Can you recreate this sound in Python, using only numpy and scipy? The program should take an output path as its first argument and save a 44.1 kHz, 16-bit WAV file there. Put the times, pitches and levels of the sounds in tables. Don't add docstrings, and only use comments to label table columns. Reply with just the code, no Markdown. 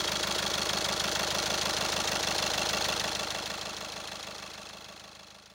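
import sys
import numpy as np
from scipy import signal
from scipy.fft import rfft, irfft, next_fast_len
from scipy.io import wavfile
from scipy.ndimage import uniform_filter1d

SR = 44100
rng = np.random.default_rng(int(sys.argv[2]) if len(sys.argv) > 2 else 0)


def persist_wave(psi):
    counts = np.round(np.clip(psi, -1, 1) * 32767).astype(np.int16)
    wavfile.write(sys.argv[1], SR, np.atleast_2d(counts).T)


def amplitude_ratio(level_db):
    exponent = np.asarray(level_db, float) / 20
    return 10 ** exponent


N = 244299
T = np.arange(N) / SR
CYCLES_PER_S, FIRST_CYCLE_S = 6.502, .686
CYCLE_SAMPLES = int(SR / CYCLES_PER_S) + 40


def cycle_starts():
    swing_ms, period_s, latest_s = .25, 2.1, 2.2
    steady_s = FIRST_CYCLE_S + np.arange(-6, 33) / CYCLES_PER_S
    lag_ms = swing_ms * np.cos(2 * np.pi * (steady_s - latest_s) / period_s)
    return np.round((steady_s + lag_ms / 1000) * SR).astype(int)


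def grit(repeat):
    repeat_below_hz, drift_s = 6500, 2.4
    starts, n = cycle_starts(), np.arange(N)
    place = n - starts[np.searchsorted(starts, n, "right") - 1]
    turn = np.pi / 2 * T / drift_s
    pattern = rng.standard_normal((2, CYCLE_SAMPLES))[:, place]
    same = np.cos(turn) * pattern[0] + np.sin(turn) * pattern[1]
    fresh = rng.standard_normal(N)
    size = next_fast_len(N)
    hz = np.fft.rfftfreq(size, 1 / SR)
    share = np.clip(repeat, 0, 1) / np.sqrt(1 + (hz / repeat_below_hz) ** 4)
    spectrum = share * rfft(same, size) + np.sqrt(1 - share ** 2) * rfft(fresh, size)
    return irfft(spectrum, size)[:N]


# f/Hz, width/Hz, level/dB
METAL_PEAKS = [(596, 110, 2), (1450, 71, 0.5), (2246, 76, 5), (2630, 170, 1), (3350, 220, 4),
               (4110, 550, 3.5), (5300, 110, 1), (5990, 140, 3), (6570, 115, 6.5), (7490, 130, 3),
               (9120, 360, 2.5), (10200, 300, 2), (11700, 200, 6), (15500, 330, 3)]


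def coloured(x, outline):
    hz = np.abs(np.fft.fftfreq(8192, 1 / SR))
    outline_hz, outline_db = np.transpose(outline)
    db = np.interp(np.log(hz + 1), np.log(outline_hz), outline_db)
    for at, width, peak_db in METAL_PEAKS:
        db = db + peak_db / (1 + (2 * (hz - at) / width) ** 2)
    log_gain = np.log(amplitude_ratio(db))
    phase = -signal.hilbert(log_gain).imag
    taps = np.fft.ifft(np.exp(log_gain + 1j * phase)).real[:2048]
    return signal.oaconvolve(x, taps / np.linalg.norm(taps))[:N]


def each_cycle(shape, ms, db, jitter_ms, spread_db):
    starts, pad = cycle_starts(), 2 * SR
    slip, strength = rng.standard_normal((2, len(starts)))
    offset = np.round((ms + jitter_ms * slip) * SR / 1000).astype(int)
    at = starts + offset - len(shape) // 2 + pad
    gain = amplitude_ratio(db + spread_db * strength)
    out = np.zeros(N + 2 * pad)
    np.add.at(out, at[:, None] + np.arange(len(shape)), gain[:, None] * shape)
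    return out[pad:pad + N]


def orders(table, ms):
    starts = cycle_starts()
    turns = np.interp(np.arange(N), starts, np.arange(len(starts))) - ms / 1000 * CYCLES_PER_S
    return sum(amplitude_ratio(db) * np.cos(2 * np.pi * order * turns) for order, db in table)


STAGES_S = [.8, 2.3, 4.4]


def rings(parts, lean, jitter_ms, spread_db):
    ms = np.arange(-1500, 1501) * 1000 / SR
    out = np.zeros(N)
    for hz, half_ms, early_db, late_db, strikes in parts:
        swell = np.exp(-.5 * (ms / (half_ms * (1 + lean * np.sign(ms)))) ** 2)
        tone = swell * np.cos(2 * np.pi * hz * ms / 1000)
        drift_db = np.interp(cycle_starts() / SR, STAGES_S, [early_db, 0, late_db])
        for at, db in strikes:
            out += each_cycle(tone, at, db + drift_db, jitter_ms, spread_db)
    return out


def clatter(strikes, colour, repeat, grain_db, jitter_ms, spread_db):
    ms = np.arange(-2600, 2601) * 1000 / SR
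    power = np.zeros(N)
    for at, db, plateau_ms, t60_ms in strikes:
        tail = amplitude_ratio(-120 * np.maximum(ms - plateau_ms, 0) / t60_ms)
        burst = np.clip(ms / 0.39, 0, 1) * tail
        power += each_cycle(burst, at, 2 * db, jitter_ms, 2 * spread_db)
    grain = uniform_filter1d(grit(repeat=.95), size=30) * np.sqrt(30)
    return coloured(np.sqrt(power) * amplitude_ratio(grain_db * grain) * grit(repeat), colour)


# f/Hz, level/dB
RUSH_COLOUR = [(40, -54), (100, -10), (300, -3), (600, 1.5), (1400, 0.5), (2400, -6.5), (4200, -6),
               (6500, -10.5), (8000, -18), (9500, -16.5), (12000, -30), (13800, -32), (14800, -24),
               (16500, -53)]


def fan_and_belts():
    return amplitude_ratio(-6.5) * coloured(grit(repeat=.65), RUSH_COLOUR)


# multiple of the cycle rate, level/dB
GEAR_ORDERS = [(48, -20.5), (92, -18.5), (96, -14.5)]


def gear_hum():
    return orders(GEAR_ORDERS, ms=29.46)


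# (t/ms,
# level/dB)
BOOMS = [(89, 7.8, -1.5, -1, [(37.8, -18.5), (135, -20)]), (127, 6.4, -.6, -1.5, [(12.5, -25),
         (71.6, -16)]), (141, 8.4, 1, .3, [(42.4, -23.5), (146.6, -21)]),
         (197.4, 8.3, 2, 2.5, [(27.76, -12), (65.96, -8.5), (105.6, -12.5), (143.2, -18.5)]),
         (342, 2.77, .4, -1, [(49.63, -11.5), (60.74, -19.5), (85.1, -6.5), (109.6, -10)]),
         (349.6, 7.5, 3, -1.2, [(5.82, -14.5), (98.6, -24.5), (132.1, -13.5)]),
         (455, 3.46, 0.8, .1, [(33.9, -20), (56.44, -15.5), (68.13, -7.5), (138.2, -4.5)]),
         (564.5, 6.1, 2, -2.5, [(50.15, -6.5), (90.2, -11), (118.3, -10.5), (149.5, -21)]),
          (601.5, 8.9, -11, -1.5, [(67.8, -9)]), (630, 2.8, -0.8, 2, [(9.43, -7), (23.6, -7)]),
          (667, 9.5, 1, 4.5, [(65.2, -12)]), (792, 1.95, -5.5, -3, [(16.23, -7.5), (50.6, -1), (91, 0.3),
          (128, 1.5)]), (860, 1.86, 0, -1.5, [(68, -11.5), (79.2, -4.5), (116.7, -10)]),
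          (801, 9.3, -0.5, -1.5, [(4.9, -11.5), (34.27, -15.5), (142.5, -23.5)]),
          (992, 2.2, 4, -11, [(36.9, -11.5), (50.4, -9)]), (1122, 2.8, -1.5, 4, [(16.9, -16), (87.3, -8),
          (132, -12)]), (1150, 5.5, 3.5, 0, [(53.8, -14), (75.9, -11), (113.4, -14)]),
          (1380, 3.4, 1.3, 0.5, [(14.43, -8), (51.6, -7.5), (93, -5)])]


def pipes_and_covers():
    return rings(BOOMS, lean=0, jitter_ms=.04, spread_db=.8)


# (t/ms, level/dB)
PINGS = [(2590, 1.8, -5, 10, [(27, -12), (45.7, -19.5), (65, -17), (103.5, -10.5), (141.3, -10)]),
         (2705, 2.13, -8.5, -4, [(11.67, -1), (51.4, 2), (62.6, -0.5), (87.4, 4.5), (141.7, -20)]),
         (2810, 1.2, -9, -14, [(23, -13), (99.4, 1)]), (3130, 1.45, -2.5, -3, [(5, 2.5), (125.4, -8),
         (127.5, -8)]), (3327, 2.6, 13.5, 7, [(9.33, -7.5), (85.7, -10)]),
         (3455, 2.1, -0.5, -1, [(48.7, 2.6)]), (3420, 1.9, -4, 1, [(54, .9), (123, -1.2)]),
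         (3730, 2.6, 0, -7, [(3.7, -1.2)]), (4200, 1.32, -9, -1, [(23.07, 3.5), (62, 5), (100, 5),
         (113, -12), (138.5, 6)]), (4365, 2.1, 11.5, -3, [(22, -10), (61, -13), (73.5, -15), (89.7, -9),
         (99.5, -12.5), (137.5, -11.5)]),
         (5940, 1.9, -3, -15, [(23, -4), (62, -2.5), (100, 0), (138.5, -2)]),
           (5070, .8, -8, -2.5, [(5.5, 2.5)]), (7440, 1.6, 0, -0.5, [(23, -13), (62, -9.5), (100, -14),
           (138.5, -9.5)])]


def block_and_needles():
    return amplitude_ratio(-1.5) * rings(PINGS, lean=.3, jitter_ms=.1, spread_db=1.0)


# t/ms, level/dB, plateau t/ms, t60/ms
SPURTS = [(3, -23, 8, 80), (44.2, -17, 1.5, 65), (82.8, -19, 1.5, 70), (120.3, -21, 6, 60),
          (60.5, -30, 2, 40)]
# f/Hz, level/dB
SPURT_COLOUR = [(12000, -42), (13900, -18), (14500, 4), (15800, -2), (16500, -11)]


def injector_spurts():
    return clatter(SPURTS, SPURT_COLOUR, repeat=.3, grain_db=3.0, jitter_ms=.2, spread_db=2.5)


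# t/ms, level/dB, plateau t/ms, t60/ms
TICKS = [(21, -4, 3.1, 27), (60.7, -4, 2, 32), (96.9, -3.5, 4.7, 22), (137.1, -3.5, 2.2, 24),
         (33.8, -16, 2.4, 54), (73, -4, 1.5, 17), (111.7, -11.5, 2, 32), (148.7, -10, 1.5, 27),
         (15.5, -4, 2.7, 17)]
# f/Hz, level/dB
TICK_COLOUR = [(1500, -35), (2600, 0.5), (4300, 0), (5800, -1), (7400, -2.5), (8100, -16), (9100, -8),
               (11000, -24.5), (13800, -20), (16500, -11)]


def injector_and_valve_ticks():
    return clatter(TICKS, TICK_COLOUR, repeat=.85, grain_db=1.5, jitter_ms=.15, spread_db=1.0)


# t/ms, level/dB, plateau t/ms, t60/ms
THUDS = [(10.44, -2.5, 5.1, 49), (47.4, -3, 7.1, 51), (87.2, -5.5, 5.4, 30), (124.8, -3, 4.6, 26),
         (19.2, -9.5, 0.89, 14)]
# f/Hz, level/dB
THUD_COLOUR = [(500, -24.5), (900, -2), (1400, -2.5), (1900, 0), (2300, -7.5), (3000, -9.5), (5000, -30)]


def block_thuds():
    return clatter(THUDS, THUD_COLOUR, repeat=.75, grain_db=1.0, jitter_ms=.15, spread_db=.8)


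# t/ms, level/dB, plateau t/ms, t60/ms
KNOCKS = [(3.82, 2.5, 4.4, 45), (44.64, -1, 4.2, 42), (83.3, -0.5, 4.4, 43), (121.5, -2, 5.4, 51),
          (8.45, -9, 2, 43), (48, -1.5, 3.2, 38), (87, -3.5, 1.9, 35), (128.3, -3, 3.2, 29)]
# f/Hz, level/dB
KNOCK_COLOUR = [(1200, -17.5), (2300, -14), (3000, -1.5), (4300, 1), (5200, 1), (6600, -2.5), (8000, -15),
                (9600, -10), (11500, -21.5), (13600, -20.5), (14600, -27), (16500, -16)]


def combustion_knocks():
    return clatter(KNOCKS, KNOCK_COLOUR, repeat=.8, grain_db=1.8, jitter_ms=.15, spread_db=.7)


CLATTER_DB = [-0.5, -0.5, -2]


def all_clatter():
    metal = injector_spurts() + injector_and_valve_ticks() + block_thuds() + combustion_knocks()
    return amplitude_ratio(np.interp(T, STAGES_S, CLATTER_DB)) * metal


# multiple of the cycle rate, level/dB
EXHAUST_ORDERS = [(8, -24), (12, -18.5), (16, -31), (20, -20.5), (24, -27.5)]


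def exhaust():
    return orders(EXHAUST_ORDERS, ms=27.8)


# t/s, level/dB
FADE = [(0, -31), (1.2, -30.5), (2.9, -30.2), (3.3, -34.5), (3.9, -39), (4.2, -40), (4.8, -45),
        (5.3, -50.5), (5.54, -54.5)]


def backing_away(engine):
    knee_db, share_kept = -41, 0.29
    level_db = np.interp(T, *np.transpose(FADE))
    bass = signal.sosfiltfilt(signal.butter(6, 235, fs=SR, output="sos"), engine)
    bass_lift = amplitude_ratio(share_kept * np.maximum(knee_db - level_db, 0))
    return amplitude_ratio(level_db) * (engine + (bass_lift - 1) * bass)


def scene():
    engine = fan_and_belts() + gear_hum()
    engine += pipes_and_covers() + block_and_needles()
    engine += all_clatter() + exhaust()
    return backing_away(engine)[None]


def band_limit(x):
    return signal.sosfilt(signal.butter(12, 16850, fs=SR, output="sos"), x)


def record(dry):
    thin = signal.sosfilt(signal.butter(3, 40, "high", fs=SR, output="sos"), dry)
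    top_cut = signal.firwin(401, 15930, window=("kaiser", 10), fs=SR)
    mix = signal.oaconvolve(thin, top_cut[None], "same")
    return band_limit(mix)


dry = scene()
out = record(dry)
persist_wave(out)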